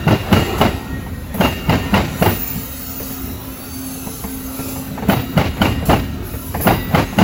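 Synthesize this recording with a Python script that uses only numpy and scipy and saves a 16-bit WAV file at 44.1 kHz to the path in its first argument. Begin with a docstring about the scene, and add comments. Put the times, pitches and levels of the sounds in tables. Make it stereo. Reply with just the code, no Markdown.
"""Passenger cars roll slowly over a diamond crossing, a few metres away, above a steady rumble and roar.
First seven axles drop into the two rail gaps, one wheel just after the other: each impact is a thud,
a crack and a ring of wheel modes. From about 2 s flange friction swells into hiss and squeals, a hum
rises, and farther rail joints knock. From 5 s seven more axles strike the gaps, while flanges
scrape the guard rails and the hardest scrapes leave the rims ringing."""
import sys
import numpy as np
from scipy import signal
from scipy.fft import rfft, irfft, next_fast_len
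from scipy.io import wavfile
from scipy.ndimage import uniform_filter1d

SR = 44100
rng = np.random.default_rng(int(sys.argv[2]) if len(sys.argv) > 2 else 0)


def waveform_to_disk(signal):
    """Save audio, clipped to [-1, 1], as 16-bit WAV at the path in sys.argv[1]."""
    frames = np.transpose(np.atleast_2d(signal))
    scaled = np.clip(frames, -1, 1) * 32767
    samples = np.round(scaled).astype(np.int16)
    wavfile.write(sys.argv[1], SR, samples)


N = 318843
FFT_SIZE, STEP = next_fast_len(N), 16  # STEP: samples per point of a coarse envelope
T, HZ = np.arange(N) / SR, np.fft.rfftfreq(FFT_SIZE, 1 / SR)

# axles at the gaps: crack_s, thud_hz, second_wheel_delay_s, thud_db, crack_db, second_wheel_db,
# bass_db, treble_db
AXLES = [(0.077, 158, 0.03, 0, -1, -4, 0.5, 0.5), (0.3264, 196, 0.038, -0.5, 0.5, -2.5, 1, 1.5),
         (0.6117, 166, 0.039, 0.5, 1, -4, 0.5, 0.5), (1.4078, 183, 0.039, -1.5, -0.5, -3.5, -4, 1),
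         (1.6939, 163, 0.032, -3, -0.5, -3.5, 0.5, 1), (1.9397, 205, 0.034, -1, -1, -4.5, -2, 3),
         (2.2235, 167, 0.035, -1.5, -3, 0, -2.5, 1.5), (5.096, 195, 0.036, -1, -1, -6, -1, 1),
         (5.3753, 156, 0.036, -1.5, -1.5, -7.5, 1, 3), (5.6163, 200, 0.037, -2, -1, -6, 0, 2.5),
         (5.8945, 170, 0.034, -0.5, -1, -2, 0, 0), (6.6692, 191, 0.036, -4, 0.5, -2.5, -3, -1),
         (6.9465, 162, 0.029, -1.5, 2.5, -6, -2.5, 0), (7.1857, 207, 0.029, -6.5, -2.5, -7, 4.5, 2.5)]
# colour of thud, crack, second wheel and rebound: bass_db, treble_db, dulling_db_per_octave
BLOW_COLOURS = [(-5, -2, 5), (-4, 3, 0), (0.5, 2, 0), (6, 5.5, -0.5)]
# noise bands of a blow: centre_hz, relative_db, rise_s, tail_t60_s
CLATTER_BANDS = [(59.4, -19, 0.033, 0.26), (95, -8.5, 0.0097, 0.33), (178, -9, 0.0039, 0.19),
                 (316, -13, 0.0025, 0.35), (672, -10.5, 0.0038, 0.23), (1186, -19.5, 0.0037, 0.21),
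                 (2340, -23, 0.007, 0.45), (4340, -33, 0.0045, 0.54), (13700, -21.5, 0.0028, 0.07)]
# modes of the castings and rails: pitch_hz, relative_db, t60_s
CROSSING_MODES = [(87.5, -14, 0.22), (199.2, -10, 0.07), (448, -16, 0.064), (660, -11, 0.05),
                  (840, -13, 0.05), (1404, -18.5, 0.053), (2094, -24, 0.045), (2880, -20, 0.043),
                  (4650, -28, 0.014)]
# wheels ringing at the start, then one row per axle: low_hz, middle_hz, top_hz, low_db, middle_db, upper_db
WHEELSETS = [(1825, 2800, 4620, -42, -40, -52), (1825, 2800, 4674, -50, -36.5, -57),
             (1877, 2846, 4601, -32, -30, -49), (1875, 2831, 4815, -50, -45, -45),
             (1834, 2802, 4571, -35, -29.5, -43), (1822, 2808, 4591, -46, -35, -44),
             (1859, 2835, 4644, -36, -46, -44), (1857, 2816, 4710, -44, -39, -49),
             (1912, 2850, 4656, -46, -41, -42), (1890, 2858, 4791, -42, -40, -54),
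             (1865, 2827, 4844, -40, -37, -48), (1865, 2828, 4808, -45, -43, -53),
             (1955, 2819, 4863, -32, -39, -38), (1917, 2760, 4722, -52, -43, -54),
             (1937, 2832, 4800, -46, -34, -45)]
# wheel modes, indexing a wheelset's pitches and levels: pitch_index, ratio, level_index, relative_db, t60_s
WHEEL_MODES = [(0, 1, 0, -2.5, 2.1), (1, .94, 1, 0, .9), (1, 1, 1, 10, .9), (1, 1.333, 2, 13, .8),
               (2, 1, 2, 0, .8)]
# impacts at farther joints: start_s, level_db, pitch_hz, thump_relative_db
JOINT_KNOCKS = [(1.062, -16, 730, -8), (1.341, -9.5, 470, -5), (2.555, -21, 443, 2),
                (2.998, -12.5, 453, -14.5), (3.1, -18.5, 460, -5), (4.064, -14.5, 790, -4.5),
                (4.237, -12, 850, -7), (4.587, -10.5, 514, -12), (4.758, -13.5, 727, -8),
                (4.973, -7, 800, -29), (5.021, -8.5, 610, -6), (5.822, -10.5, 566, -9),
                (6.335, -13, 648, -11), (6.541, -2.5, 800, -14.5), (6.599, -8, 524, -8),
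                (7.124, -15.5, 680, -8)]
# sustained flange friction: time_s, level_db, low_hiss_relative_db
RUBBING = [(0.0, -43, -1), (0.55, -45.5, -3), (1.25, -43, -6), (2.12, -39.5, -2.5), (2.23, -28.5, -6),
           (2.67, -33, -4.5), (3.07, -30.5, -5), (3.39, -36, -8), (3.88, -31, -7), (4.45, -31.5, -9),
           (4.71, -28, -6.5), (5.02, -42.5, -4), (6.21, -46, -2.5), (6.27, -34.5, -9), (6.57, -34, -6.5),
           (6.8, -47, 1), (7.23, -37, -7)]
# flanges catching the guard rails: start_s, level_db, low_hiss_relative_db, fade_db_per_s
SCRAPES = [(0.08, -40, -1.5, 26), (0.325, -31, -1, 35), (0.58, -30.5, -2.5, 92), (1.342, -27.5, -15, 150),
           (1.399, -30.5, -5, 60), (1.695, -39.5, 0, 51), (1.94, -41, -5, 19), (5.085, -26.5, -10, 105),
           (5.381, -36, -4, 93), (5.611, -30.5, -4, 90), (5.854, -25.5, -5, 99), (6.61, -21, -13.5, 91),
           (6.95, -31, -8, 92), (7.183, -29, -1.5, 204)]
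# low and high friction spectra: frequency_hz, density_db
LOW_HISS = [(2500, 1), (3500, -2), (6500, 2), (7600, 0), (9000, -6.5), (10000, -61)]
HIGH_HISS = [(7000, -40), (8100, -9), (9000, -8), (10000, -3), (11500, -1), (13000, 1), (15000, 0),
             (16000, -2)]
# wheel modes driven by rubbing: pitch_hz, relative_db
SINGING_MODES = [(9860, -3), (9970, -3), (10510, -2), (10680, -2), (11560, -3), (11660, -1), (12090, -3),
                 (12835, 2), (13100, 0), (13340, 1), (13740, -1), (14050, 1), (14180, -2), (14690, 0),
                 (15200, 0), (15430, -3)]
# stick-slip tones: pitch_hz, drift_hz_per_s, width_hz
SQUEALS = [(14815, -30, 130), (14790, -200, 70), (4568, 0, 15), (6300, 50, 100), (10680, -20, 25),
           (11540, 0, 40), (11650, 0, 60), (1875, 0, 20), (1835, 0, 20), (12790, 0, 40), (13095, 0, 35),
           (13350, 0, 35)]
# one envelope per squeal: time_s, level_db
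SQUEAL_LEVELS = [
    [(2.15, -43), (2.29, -26), (2.37, -29), (2.45, -20), (2.69, -35), (2.91, -29), (3.55, -43)],
    [(6.59, -45), (6.615, -26), (7.0, -46)],
    [(3.56, -51), (3.77, -38.5), (3.96, -50)],
    [(3.65, -46), (4.074, -41), (4.45, -56)],
    [(3.7, -40), (4.1, -43), (4.4, -39)],
    [(6.22, -42), (6.55, -42), (6.68, -36), (7.0, -53)],
    [(3.8, -53), (4.1, -45), (4.75, -48)],
    [(0.87, -48), (0.95, -38), (1.02, -47), (1.38, -46)],
    [(1.72, -40), (1.86, -34), (2.0, -37)],
    [(2.17, -29), (2.75, -46)],
    [(6.25, -32), (6.62, -29)],
    [(4.55, -36), (4.7, -32), (4.95, -44)],
]
# high modes of the rim: pitch_hz, relative_db, detuning_share
RIM_MODES = [(12360, 0, 1), (12660, -6, .2), (12855, -3, .48), (13695, -6, .54), (14160, -4, .33),
             (14700, -3, -.7), (15223, -6, -.16)]
# rim rings after hard scrapes: start_s, level_db, detuning_fraction
RIM_RINGS = [(1.344, -36, 0), (1.399, -35, 0), (5.092, -31, -.0175), (5.86, -38, -.021), (6.61, -31, 0)]
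# rolling noise: time_s, rumble_db, roar_db
ROLLING_LEVELS = [(0.0, -28, -32.5), (0.54, -22.5, -24.5), (0.74, -27, -31.5), (1.17, -29.5, -38),
                  (1.89, -24, -29.5), (2.8, -31, -35.5), (3.52, -34, -36.5), (4.73, -28.5, -35.5),
                  (5.8, -22, -31), (6.04, -25.5, -36), (6.54, -28, -37), (6.74, -24, -31.5),
                  (7.23, -29, -34)]
# spectra of ground rumble and rail roar: frequency_hz, density_db
RUMBLE = [(20, -24), (45, -3.5), (70, 2), (128, -4), (214, -5.5), (270, -4.5), (340, -25), (420, -45)]
ROAR = [(250, -44), (330, 8.5), (520, 3), (800, 1.5), (1180, -2.5), (1340, 1.5), (1700, -6), (2600, -6),
        (3870, -7), (5000, -19)]
# envelope of the hum: time_s, level_db
HUM_LEVELS = [(2.6, -27), (2.68, -59), (2.76, -34.5), (3.29, -31.5), (3.41, -42), (3.49, -30.5),
              (3.62, -45), (3.83, -27), (4.22, -38.5), (4.31, -29), (4.76, -29.5), (5.04, -39)]
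# phase between left and right, falling through the treble in steps that hold at multiples of pi: frequency_hz,
# left_lead_rad
STEREO_PHASE = [(0, 0), (1200, .35), (1900, 0), (3000, 1.7), (3600, 2.7), (3950, -.2), (7400, 0),
                (8500, -np.pi), (9350, -np.pi), (10900, -2 * np.pi), (11250, -2 * np.pi),
                (13050, -3 * np.pi), (13400, -3 * np.pi), (15300, -4 * np.pi)]
# stereo width, how alike left and right sound: frequency_hz, correlation
STEREO_COHERENCE = [(30, .997), (130, .985), (300, .91), (950, .9), (2000, .75), (3000, .85), (3700, .4),
                    (5500, .15), (6800, .75), (7300, .84), (7900, .72), (8600, .999), (9300, .999),
                    (10000, .86), (11100, .998), (12200, .9), (13200, .999), (14200, .9), (15400, .998)]
# stereo balance: frequency_hz, left_minus_right_db
STEREO_BALANCE = [(60, -.5), (260, -.9), (600, .5), (1300, 2), (2400, -2.5), (4400, 4), (6000, 0)]


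def blows(thud_lead_s=.008, rebound_s=.028, rebound_db=-15):
    """Impact excitation: each axle gives a thud, a crack, the second wheel's blow and a rebound."""
    rows = []
    for crack_s, _, lag_s, thud_db, crack_db, second_db, bass_db, treble_db in AXLES:
        delays_s = (-thud_lead_s, 0, lag_s, lag_s + rebound_s)
        levels_db = (thud_db, crack_db, second_db, second_db + rebound_db)
        for delay, db, (bass, treble, dulling) in zip(delays_s, levels_db, BLOW_COLOURS):
            rows.append((min(crack_s + delay, T[-1]), db, bass_db + bass, treble_db + treble, dulling))
    return rows


def colour_db(hz, bass_db, treble_db, dulling):
    """Spectral tilt of a blow: shelves either side of 650 Hz and a slope above the bass."""
    side = np.clip(np.log2(hz / 650) / 2, -1, 1)
    return abs(side) * np.where(side > 0, treble_db, bass_db) - dulling * np.log2(1 + hz / 250)


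def clatter():
    """Broadband impact response: rails, ties and bogies shake, each band with its own rise and decay."""
    white, t, out = rfft(rng.standard_normal((2, FFT_SIZE))), T[:SR:STEP], np.zeros((2, N))
    start_s, blow_db, *colour = np.transpose(blows())
    approach = gain_of(2 * (-13 - 380 * abs(t - .1))) * (t < .11)  # the wheel rumbles onto the casting
    for hz, db, rise_s, t60 in CLATTER_BANDS:
        band = filtered(white, np.exp(-(np.log2(HZ / hz + 1e-9) / .66) ** 2))
        crack, body, tail = (gain_of(-120 * t / (share * t60)) for share in (.09, .4, 1))
        burst = (1 - np.exp(-t / rise_s)) ** 2 * (4 * crack + .18 * body + .7 * tail)
        level_db = blow_db + db + colour_db(hz, *colour)
        power = struck(start_s, burst, level_db) + struck(np.maximum(start_s - .1, 0), approach, level_db)
        out += band * amplitude(power)
    return out * gain_of(2.2 * wander(70))  # the level flutters as loose parts bounce


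def thuds(level_db=-5, swell_s=.0092, t60=.06):
    """Bending under load: the rail end swings, dips deepest at the crack, and is damped."""
    t, out = T[:SR // 9] - 2 * swell_s, np.zeros((2, N))
    envelope = np.where(t < 0, np.exp(-(t / swell_s) ** 6), gain_of(-60 * t / t60))
    for crack_s, hz, _, db, *_ in AXLES:
        swing = -gain_of(level_db + db) * envelope * np.exp(2j * np.pi * hz * t)
        add(out, crack_s + t[0], np.array([swing.real, swing.imag]))
    return out


def clanks():
    """Modal response of steel: each blow starts the same modes, a little shifted by where it lands."""
    t, out = T[:SR // 9], np.zeros((2, N))
    hz, db, t60 = np.transpose(CROSSING_MODES * 2)[:, :, None]  # each mode is a close pair
    attack = 1 - np.exp(-t / (.001 + 1.1 / hz))
    for start_s, blow_db, bass_db, treble_db, dulling in blows():
        scatter, detune, phase = rng.standard_normal((3, len(hz), 1))
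        level_db = blow_db + db + colour_db(hz, bass_db, 2.13 * treble_db, dulling) + 1.5 * scatter
        envelope = attack * gain_of(level_db - 60 * t / t60)
        angle = 2 * np.pi * (hz * (1 + .0445 * detune) * t + scatter)
        add(out, start_s, (envelope * np.sin([angle, angle + np.pi * phase])).sum(1))
    return out


def wheels(delay_s=.0114, rise_s=.014):
    """Free vibration: struck wheels ring on, beating raggedly through rotation and rolling contact."""
    t, out = T[:2 * SR:STEP], np.zeros((2, N))
    start_s = np.append(0, np.transpose(AXLES)[0] + delay_s)
    pitches_hz, levels_db = np.split(np.transpose(WHEELSETS), 2)
    latest = np.maximum(np.searchsorted(start_s, T) - 1, 0)  # the last wheelset struck sets the pitch
    for pitch_index, ratio, level_index, db, t60 in WHEEL_MODES:
        hz = ratio * pitches_hz[pitch_index]
        beating = 1.5 + .45 * (wander(.02 * hz[0]) + 1j * wander(.02 * hz[0]))
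        ring = beating * np.exp(2j * np.pi * np.cumsum(hz[latest]) / SR)
        power = (1 - np.exp(-t / rise_s)) * gain_of(-120 * t / t60)
        envelope = amplitude(struck(start_s, power, db + levels_db[level_index]))
        out += envelope * np.array([ring.real, ring.imag])
    return out


def knocks():
    """Damped resonance at farther joints: a short ring, a tick, a thump and one lasting rail mode."""
    t, out = T[:SR // 7], np.zeros((2, N))
    attack = 1 - np.exp(-t / .0048)
    for start_s, db, hz, thump_db in JOINT_KNOCKS:
        grit = rng.standard_normal((2, len(t)))
        ring = resonate(grit, hz, width_hz=560) * gain_of(-7 - 60 * t / .08)
        tick = resonate(grit, 1660, width_hz=1040) * gain_of(-18.5 - 60 * t / .11)
        thump = resonate(grit, 173, width_hz=105) * gain_of(thump_db - 60 * t / .15)
        mode = np.sin(2 * np.pi * 445 * t + grit[:, :1]) * gain_of(thump_db - 14.5 - 60 * t / .6)
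        add(out, start_s, gain_of(db) * attack * (ring + tick + thump + mode))
    return out


def friction_envelopes(catch_s=.00086):
    """Powers add: steady rubbing plus sudden, fading scrapes give the high and low hiss amplitudes."""
    level_db, low_db = columns(RUBBING, T[::STEP])
    high, low = gain_of(2 * level_db), gain_of(2 * (level_db + low_db))
    for start_s, db, low_db, fade_db_per_s in SCRAPES:
        t = np.maximum(T[::STEP] - start_s, 0)
        power = (1 - np.exp(-t / catch_s)) ** 2 * gain_of(2 * (db - fade_db_per_s * t))
        high += power
        low += power * gain_of(2 * low_db)
    return amplitude(high), amplitude(low)


def flanges(width_hz=24, swell_db=4, singing_db=-6):
    """Forced vibration: friction hisses and drives high wheel modes, each coming and going."""
    high_gain, low_gain = friction_envelopes()
    hz, t, white = signal.stft(rng.standard_normal((2, N)), SR, nperseg=4096, noverlap=3072)
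    swells = unit_rms(uniform_filter1d(rng.standard_normal((len(SINGING_MODES), len(t))), 14, axis=1))
    response = sum(gain_of(db + swell_db * swell) / (1 + (2 * (hz[:, None] - mode_hz) / width_hz) ** 2)
                   for (mode_hz, db), swell in zip(SINGING_MODES, swells))
    singing = unit_rms(signal.istft(white * response, nperseg=4096, noverlap=3072)[1][:, :N])
    high = streaked_noise(HIGH_HISS, streak_db=3.8) + gain_of(singing_db) * singing
    flicker = gain_of(.32 * wander(30))
    return flicker * (high_gain * high + low_gain * streaked_noise(LOW_HISS, streak_db=4.5))


def squeals(steady_hz=30):
    """Stick-slip oscillation holds one wheel mode: steady when narrow, fluttering when wide."""
    out = np.zeros((2, N))
    for (hz, drift, width_hz), levels in zip(SQUEALS, SQUEAL_LEVELS):
        t = np.arange(levels[0][0], levels[-1][0], 1 / SR)
        pitch_hz = hz + drift * (t - t[0])
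        flutter = resonate(rng.standard_normal((2, len(t))), pitch_hz, width_hz)
        held = tone_pair(pitch_hz) * steady_hz / width_hz
        envelope = gain_of(columns(levels, t)[0]) * signal.windows.tukey(len(t), .15)
        add(out, t[0], unit_rms(flutter + held) * envelope)
    return out


def rims(t60=1.2, damped_after_s=.34):
    """Free decay of high rim modes, each beating a little, until contact with the rail damps them."""
    t, out = np.arange(0, damped_after_s, 1 / SR), np.zeros((2, N))
    hz, db, share = np.transpose(RIM_MODES)[:, :, None]
    decay = gain_of(-60 * t / t60) * signal.windows.tukey(len(t), .06)
    for start_s, ring_db, detune in RIM_RINGS:
        scatter, beat_rate, phase = rng.standard_normal((3, len(hz), 1))
        beating = 1 + .5 * np.sin(2 * np.pi * (12 * beat_rate * t + phase))
        angle = 2 * np.pi * (hz * (1 + share * detune) * t + phase)
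        envelope = gain_of(ring_db + db + 2 * scatter) * beating * decay
        add(out, start_s, (envelope * [np.sin(angle), np.cos(angle)]).sum(1))
    return out


def rolling(hum_hz=264, hum_rest_db=-38):
    """Roughness excitation: the rail roars and the ground carries a rumble, beside a wavering hum."""
    rumble_db, roar_db = columns(ROLLING_LEVELS, T)
    hum_db = np.interp(T, *np.transpose(HUM_LEVELS), hum_rest_db, hum_rest_db)
    hum = gain_of(hum_db) * np.sqrt(2) * tone_pair(hum_hz + wander(6))
    rumble = gain_of(rumble_db + .8 * wander(15)) * streaked_noise(RUMBLE, streak_db=2.2)
    roar = gain_of(roar_db + .5 * wander(7.2)) * streaked_noise(ROAR, streak_db=3.84)
    return rumble + roar + hum


def streaked_noise(spectrum, streak_db):
    """Spectral modulation: two independent noises of one colour, with narrow bands that come and go."""
    white = signal.stft(rng.standard_normal((2, N)), nperseg=1024)[2]
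    streaks = uniform_filter1d(rng.standard_normal(white.shape[1:]), 2, axis=0)
    streaks = unit_rms(uniform_filter1d(streaks, 14, axis=1))
    streaked = signal.istft(white * gain_of(streak_db * streaks), nperseg=1024)[1][:, :N]
    in_band = (HZ >= spectrum[0][0]) & (HZ <= spectrum[-1][0])
    return filtered(rfft(streaked, FFT_SIZE), gain_of(over_frequency(spectrum)) * in_band)


def resonate(x, hz, width_hz):
    """Resonance by heterodyning: shift hz to zero, smooth twice, shift back; rms 1."""
    carrier = np.exp(2j * np.pi * np.cumsum(hz * np.ones(x.shape[-1])) / SR)
    pole = np.exp(-np.pi * width_hz / SR)
    smoothed = signal.lfilter([(1 - pole) ** 2], [1, -2 * pole, pole * pole], x / carrier)
    return unit_rms((carrier * smoothed).real)


def struck(times_s, power_curve, levels_db):
    """Incoherent summation: every blow adds one power curve, in coarse time."""
    impulses = np.zeros(N // STEP + 1)
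    np.add.at(impulses, (times_s * SR / STEP).astype(int), gain_of(2 * levels_db))
    return abs(signal.oaconvolve(impulses, power_curve)[:len(impulses)])


def amplitude(power):
    """Square root of coarse power, at every sample."""
    return np.interp(T, np.arange(len(power)) * STEP / SR, np.sqrt(power))


def tone_pair(hz):
    """Two sines in quadrature along a pitch curve."""
    return np.sin(2 * np.pi * np.cumsum(hz) / SR + [[0], [np.pi / 2]])


def wander(per_s):
    """Random modulation of rms 1."""
    steps = rng.standard_normal(int(N / SR * per_s) + 3)
    return unit_rms(np.interp(T * per_s, np.arange(len(steps)), steps))


def filtered(spectrum, gain):
    """Spectral weighting, returned to time at rms 1."""
    return unit_rms(irfft(spectrum * gain, FFT_SIZE)[..., :N])


def over_frequency(points):
    """Interpolation of a table on a log frequency axis."""
    hz, value = np.transpose(points)
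    return np.interp(np.log(HZ + 1), np.log(hz + 1), value)


def columns(rows, t):
    """Interpolation of each column at times t."""
    time_s, *curves = np.transpose(rows)
    return [np.interp(t, time_s, curve) for curve in curves]


def add(mix, start_s, sound):
    """Superposition of a sound from start_s on."""
    part = mix[..., round(start_s * SR):][..., :sound.shape[-1]]
    part += sound[..., :part.shape[-1]]


def gain_of(db):
    """Decibels to amplitude ratio; doubled decibels give the power ratio."""
    return 10 ** (np.asarray(db) / 20)


def unit_rms(x):
    """Normalisation to rms 1."""
    return x / np.sqrt(np.mean(x ** 2) + 1e-20)


def scene():
    """Superposition of all sources, as two uncorrelated versions of one sound field."""
    impacts = gain_of(-3) * clatter() + thuds() + clanks() + wheels() + knocks()
    return impacts + rolling() + flanges() + squeals() + rims()


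def record(dry, ceiling=.96, cutoff_hz=15950):
    """Partial coherence: left and right differ in phase and level; peaks saturate; a low-pass follows."""
    shared, independent = rfft(dry, FFT_SIZE)
    coherence = np.clip(over_frequency(STEREO_COHERENCE), 0, 1)
    half_lead = np.exp(.5j * np.interp(HZ, *np.transpose(STEREO_PHASE)))
    half_balance = gain_of(over_frequency(STEREO_BALANCE) / 2)
    left = shared * half_lead * half_balance
    right = (coherence * shared + np.sqrt(1 - coherence ** 2) * independent) / half_lead / half_balance
    stereo = irfft([left, right], FFT_SIZE)[:, :N]
    rounded = stereo / (1 + abs(stereo / ceiling) ** 4) ** .25
    low_pass = signal.firwin(511, cutoff_hz, window=("kaiser", 9), fs=SR)
    return signal.oaconvolve(rounded, low_pass[None], "same")


dry = scene()
out = record(dry)
waveform_to_disk(out)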